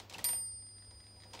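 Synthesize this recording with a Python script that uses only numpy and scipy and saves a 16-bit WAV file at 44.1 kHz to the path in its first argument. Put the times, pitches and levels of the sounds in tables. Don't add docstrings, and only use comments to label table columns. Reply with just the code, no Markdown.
import sys
import numpy as np
from scipy import signal
from scipy.io import wavfile

SR = 44100
rng = np.random.default_rng(int(sys.argv[2]) if len(sys.argv) > 2 else 0)


def unload_wav(signal):
    wavfile.write(
        sys.argv[1],
        SR,
        np.round(np.clip(np.atleast_2d(signal).T, -1, 1) * 32767).astype(np.int16),
    )


N = 61739
TIME_S = np.arange(N) / SR
STRIKE_S, STRIKE_DB = 0.2422, -30


# f/Hz, level/dB re strike, t60/s, room build-up gain, step at second touch/dB
BELL_MODES = [(4942.4, -24.5, 13, 0, 0), (4943.1, -11.5, 1.3, 0, -12), (8780.3, -3.5, .8, 1.7, 0),
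              (8780.6, -17.5, 3.6, 0, 0), (8771.2, -37, 7, 0, 0), (13330, -8.5, .4, 3, 0),
              (13331.7, -8.5, .4, 3, 0)]

def bell():
    touch_s, touch_length_s = 0.275, 0.0025
    build_up_t60_s = 0.37
    flutter_db, flutter_t60_s, flutter_hz = -16, .33, 80
    blow = clicks([STRIKE_S], from_db([STRIKE_DB]))
    touched = np.clip((TIME_S - touch_s) / touch_length_s, 0, 1)
    flutter_envelope = fade([STRIKE_S], [STRIKE_DB + flutter_db], flutter_t60_s)
    out = 0
    for hz, db, t60_s, room_gain, step_db in BELL_MODES:
        direct = ring(blow, hz, t60_s)
        built_up = room_gain * (direct - ring(blow, hz, build_up_t60_s))
        flutter = flutter_envelope * noise_band(hz - flutter_hz, hz + flutter_hz)
        out += from_db(db) * ((direct + built_up) * from_db(step_db * touched) + flutter)
    return out


# f/Hz, relative level/dB, t60/s
HAMMER_MODES = [(974, -22, .5), (1953, -20, .42), (2315, -23, .17), (4530, -17, .1), (4625, -16, .11),
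                (4740, -13, .06), (7050, -20, .12), (8688, -17, .25), (9850, -15, .08), (9997, -17, .12),
                (10635, -21, .18), (11650, -20, .14), (12400, -21, .19), (14662, -23, .11),
                (15110, -26, .16)]

def hammer():
    blow = clicks([STRIKE_S], from_db([STRIKE_DB - 0.5]))
    return sum((-1) ** k * from_db(db) * ring(blow, hz, t60_s)
               for k, (hz, db, t60_s) in enumerate(HAMMER_MODES))


# f/Hz, relative density/dB
CRACK_SPECTRUM = [(150, -13), (900, -11), (1450, -22), (2300, -3.5), (3500, -3), (4700, 3.5), (6500, 1),
                  (10000, 0.5), (12500, 1), (14500, -16.5), (16000, -28)]

def crack():
    envelope = burst([STRIKE_S], np.array([STRIKE_DB]), t60_s=0.024, room_db=-17, room_t60_s=0.23)
    return coloured_noise(CRACK_SPECTRUM) * envelope


# t/s, level/dB, thud/dB, treble tilt/(dB/octave), struck part f/Hz, its relative level/dB
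LEVER_KNOCKS = [(0.0, -44, -5.5, 2, 766, -5), (0.0974, -44, -10, 4, 5600, -15),
                (0.1108, -51, 0, -12, 3200, 1), (0.1256, -47.5, -2, 3, 3970, -6),
                (0.1367, -45.5, -10, 5.5, 3620, -6), (0.1416, -43.5, -12, 3, 2960, 0),
                (0.147, -46.5, -17, -27, 2680, 9), (0.1535, -52.5, 10.5, -12, 937, 9.5),
                (0.1828, -47, 4, 11, 4240, -6), (0.1916, -42.5, 1, -2.5, 1947, 0.5),
                (0.2483, -37, -10.5, -8, 4660, 4), (0.2854, -45, -12, 13, 4620, 4),
                (0.29, -39.5, -4.5, -2, 1950, -19), (0.332, -44, 0.5, 2, 667, -2),
                (1.3332, -44.5, -8.5, 0.5, 3330, -13), (1.336, -50.5, -1, 6, 3588, -5),
                (1.3404, -50, 2, 2, 950, 8.5), (1.3488, -46, 2.5, 2, 4630, -3),
                (1.375, -50.5, 2.5, -23, 920, -3), (1.392, -46.5, -4, 4.5, 3760, -3.5)]
# f/Hz, relative density/dB
KNOCK_SPECTRUM = [(100, -16), (250, -5.5), (550, -1.5), (950, 4), (1450, -4.5), (2000, 0), (4500, 1),
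                  (7000, -6), (10000, -15), (15000, -30)]
# f/Hz, t60/s
ROOM_DECAY = [(150, 0.63), (1000, 0.34), (5000, 0.21), (15000, 0.14)]
THUD_HZ, TREBLE_HZ = 1240, 3770

def levers():
    times_s, db, thud_db, tilt_db, part_hz, part_db = np.transpose(LEVER_KNOCKS)
    out = frame(times_s, db + thud_db)
    for hz, noise in bands(KNOCK_SPECTRUM):
        low_db = thud_db / (1 + (hz / THUD_HZ) ** 2)
        high_db = tilt_db * max(np.log2(hz / TREBLE_HZ), 0)
        t60_s = 0.026 * (TREBLE_HZ / hz) ** .55
        out += noise * burst(times_s, db + low_db + high_db, t60_s,
                             room_db=-9.5, room_t60_s=at_hz(ROOM_DECAY, hz))
    for at_s, hz, gain in zip(times_s, part_hz, from_db(db + part_db)):
        out += ring(clicks([at_s], [gain]), hz, t60_s=0.033)
    return out


# f/Hz, level/dB re contact, t60/s
FRAME_MODES = [(176.7, -24, 0.68), (268.8, -22.5, 0.36), (509, -14.5, 0.25), (575, -18.5, 0.24),
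               (770, -15.5, 0.21), (955.6, -15.5, 0.19)]

def frame(times_s, db):
    return struck_modes(FRAME_MODES, times_s, db)


# t/s, level/dB
GEAR_TICKS = [(0.5194, -64.5), (.594, -68), (0.6231, -58), (0.667, -60.5), (0.689, -61), (0.713, -68),
              (0.7674, -62), (.782, -55.5), (.823, -56), (0.846, -58), (0.9088, -52), (0.941, -61.5),
              (1.002, -53.5), (1.0404, -60), (1.0672, -53.5), (1.1625, -60), (1.2021, -53.5), (1.2212, -53),
              (1.235, -47.5), (1.31, -60)]
# f/Hz, relative density/dB
TICK_SPECTRUM = [(300, -14), (900, 4), (1400, -2.5), (2000, 7.5), (2600, -7.5), (4100, 3.5), (5600, -9.5),
                 (7200, 1.5), (9000, -31.5), (15000, -43)]
# f/Hz, level/dB re tick, t60/s
TOOTH_MODES = [(1980, -7.5, 0.015), (3316, -9, .02), (4000, -8, 0.023), (4480, -14, .02)]

def gear_ticks():
    top_hz = 7300
    times_s, db = np.transpose(GEAR_TICKS)
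    envelope = burst(times_s, db - 6.5, t60_s=0.027, room_db=-10, room_t60_s=at_hz(ROOM_DECAY, TREBLE_HZ))
    contacts = coloured_noise(TICK_SPECTRUM) * envelope
    teeth = struck_modes(TOOTH_MODES, times_s, db)
    return butterworth(contacts + teeth, 6, top_hz, "low")


# t/s, level/dB
WHIRR_ENVELOPE = [(0, -57.5), (.08, -63), (.2, -55.5), (.45, -68.5), (.6, -71.5), (.92, -68.5), (1.14, -67),
                  (1.25, -66), (1.4, -60.5)]
# f/Hz, relative density/dB
WHIRR_SPECTRUM = [(120, -1), (180, -2), (230, 1.5), (290, 0), (400, 1.5), (520, -1.5), (800, -3),
                  (1400, -8.5), (2000, -12), (4000, -12), (7000, -21.5), (10000, -36), (15000, -21.5)]

def gear_whirr():
    level_db = np.interp(TIME_S, *np.transpose(WHIRR_ENVELOPE))
    return coloured_noise(WHIRR_SPECTRUM) * from_db(level_db)


# t/s, level/dB
LOAD_BUMPS = [(.912, -52), (1.17, -53.5), (1.255, -48.5)]

def load_bumps():
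    return frame(*np.transpose(LOAD_BUMPS))


# t/s, level before low-pass/dB
TRAIN_JOLTS = [(0.524, -49.5), (0.584, -54), (0.873, -52), (0.939, -46.5), (1.15, -53.5)]

def train_jolts():
    times_s, db = np.transpose(TRAIN_JOLTS)
    thumps = ring(clicks(times_s, from_db(db)), hz=72.5, t60_s=.22)
    return butterworth(thumps, order=2, hz=90, kind="low")


# f/Hz, relative density/dB
RUMBLE_SPECTRUM = [(25, -28), (35, -34), (48, -1), (75, 0.5), (125, -9.5), (250, -10.5), (600, -36.5),
                   (4000, -71)]

def room_tone():
    hum_hz, hum_db, waver_db, rumble_db = 100, -62, 1, -67
    hum_rms = from_db(hum_db + waver_db * noise_band(1, 4.1))
    hum = np.sqrt(2) * hum_rms * np.sin(2 * np.pi * hum_hz * TIME_S)
    return hum + from_db(rumble_db) * coloured_noise(RUMBLE_SPECTRUM)


def from_db(db):
    return 10 ** (np.asarray(db) / 20)


def at_hz(table, hz):
    table_hz, values = np.transpose(table)
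    return np.interp(np.log(hz), np.log(table_hz), values)


def butterworth(x, order, hz, kind):
    return signal.sosfilt(signal.butter(order, hz, kind, fs=SR, output="sos"), x)


def noise_band(low_hz, high_hz):
    noise = butterworth(rng.standard_normal(N + SR // 2), 2, [low_hz, high_hz], "band")[-N:]
    return noise / np.sqrt(np.mean(noise ** 2) + 1e-20)


def bands(spectrum):
    edges_hz = np.concatenate([np.geomspace(22, 700, 11)[:-1], np.geomspace(700, 17000, 27)])
    centres_hz = np.sqrt(edges_hz[:-1] * edges_hz[1:])
    gains = from_db(at_hz(spectrum, centres_hz)) * np.sqrt(np.diff(edges_hz))
    gains /= np.linalg.norm(gains)
    return [(hz, gain * noise_band(low_hz, high_hz))
            for hz, gain, low_hz, high_hz in zip(centres_hz, gains, edges_hz, edges_hz[1:])]


def coloured_noise(spectrum):
    return sum(noise for _, noise in bands(spectrum))


def clicks(times_s, gains):
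    out = np.zeros(N)
    np.add.at(out, np.clip(np.asarray(times_s) * SR, 0, N - 1).astype(int), gains)
    return out + 1e-18


def fade(times_s, db, t60_s):
    pole = 1e-6 ** (1 / (t60_s * SR))
    return np.sqrt(signal.lfilter([1], [1, -pole], clicks(times_s, from_db(db) ** 2)))


def burst(times_s, db, t60_s, room_db, room_t60_s):
    return np.hypot(fade(times_s, db, t60_s), fade(times_s, db + room_db, room_t60_s))


def ring(hits, hz, t60_s):
    radius, step_rad = 1e-3 ** (1 / (t60_s * SR)), 2 * np.pi * hz / SR
    return signal.lfilter([0, np.sin(step_rad)], [1, -2 * radius * np.cos(step_rad), radius ** 2], hits)


def struck_modes(modes, times_s, db):
    out = 0
    for hz, mode_db, t60_s in modes:
        gains = from_db(db + mode_db) * rng.choice([-1, 1], len(times_s))
        out += ring(clicks(times_s, gains), hz, t60_s)
    return out


def scene():
    strike = bell() + hammer() + crack()
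    clockwork = levers() + gear_ticks() + gear_whirr() + load_bumps() + train_jolts()
    return (strike + clockwork + room_tone())[None]


def record(dry):
    low_cut_hz, high_cut_hz = 28.4, 15700
    thinned = butterworth(dry, 4, low_cut_hz, "high")
    return signal.sosfilt(signal.ellip(10, .2, 80, high_cut_hz, fs=SR, output="sos"), thinned)


dry = scene()
out = record(dry)
unload_wav(out)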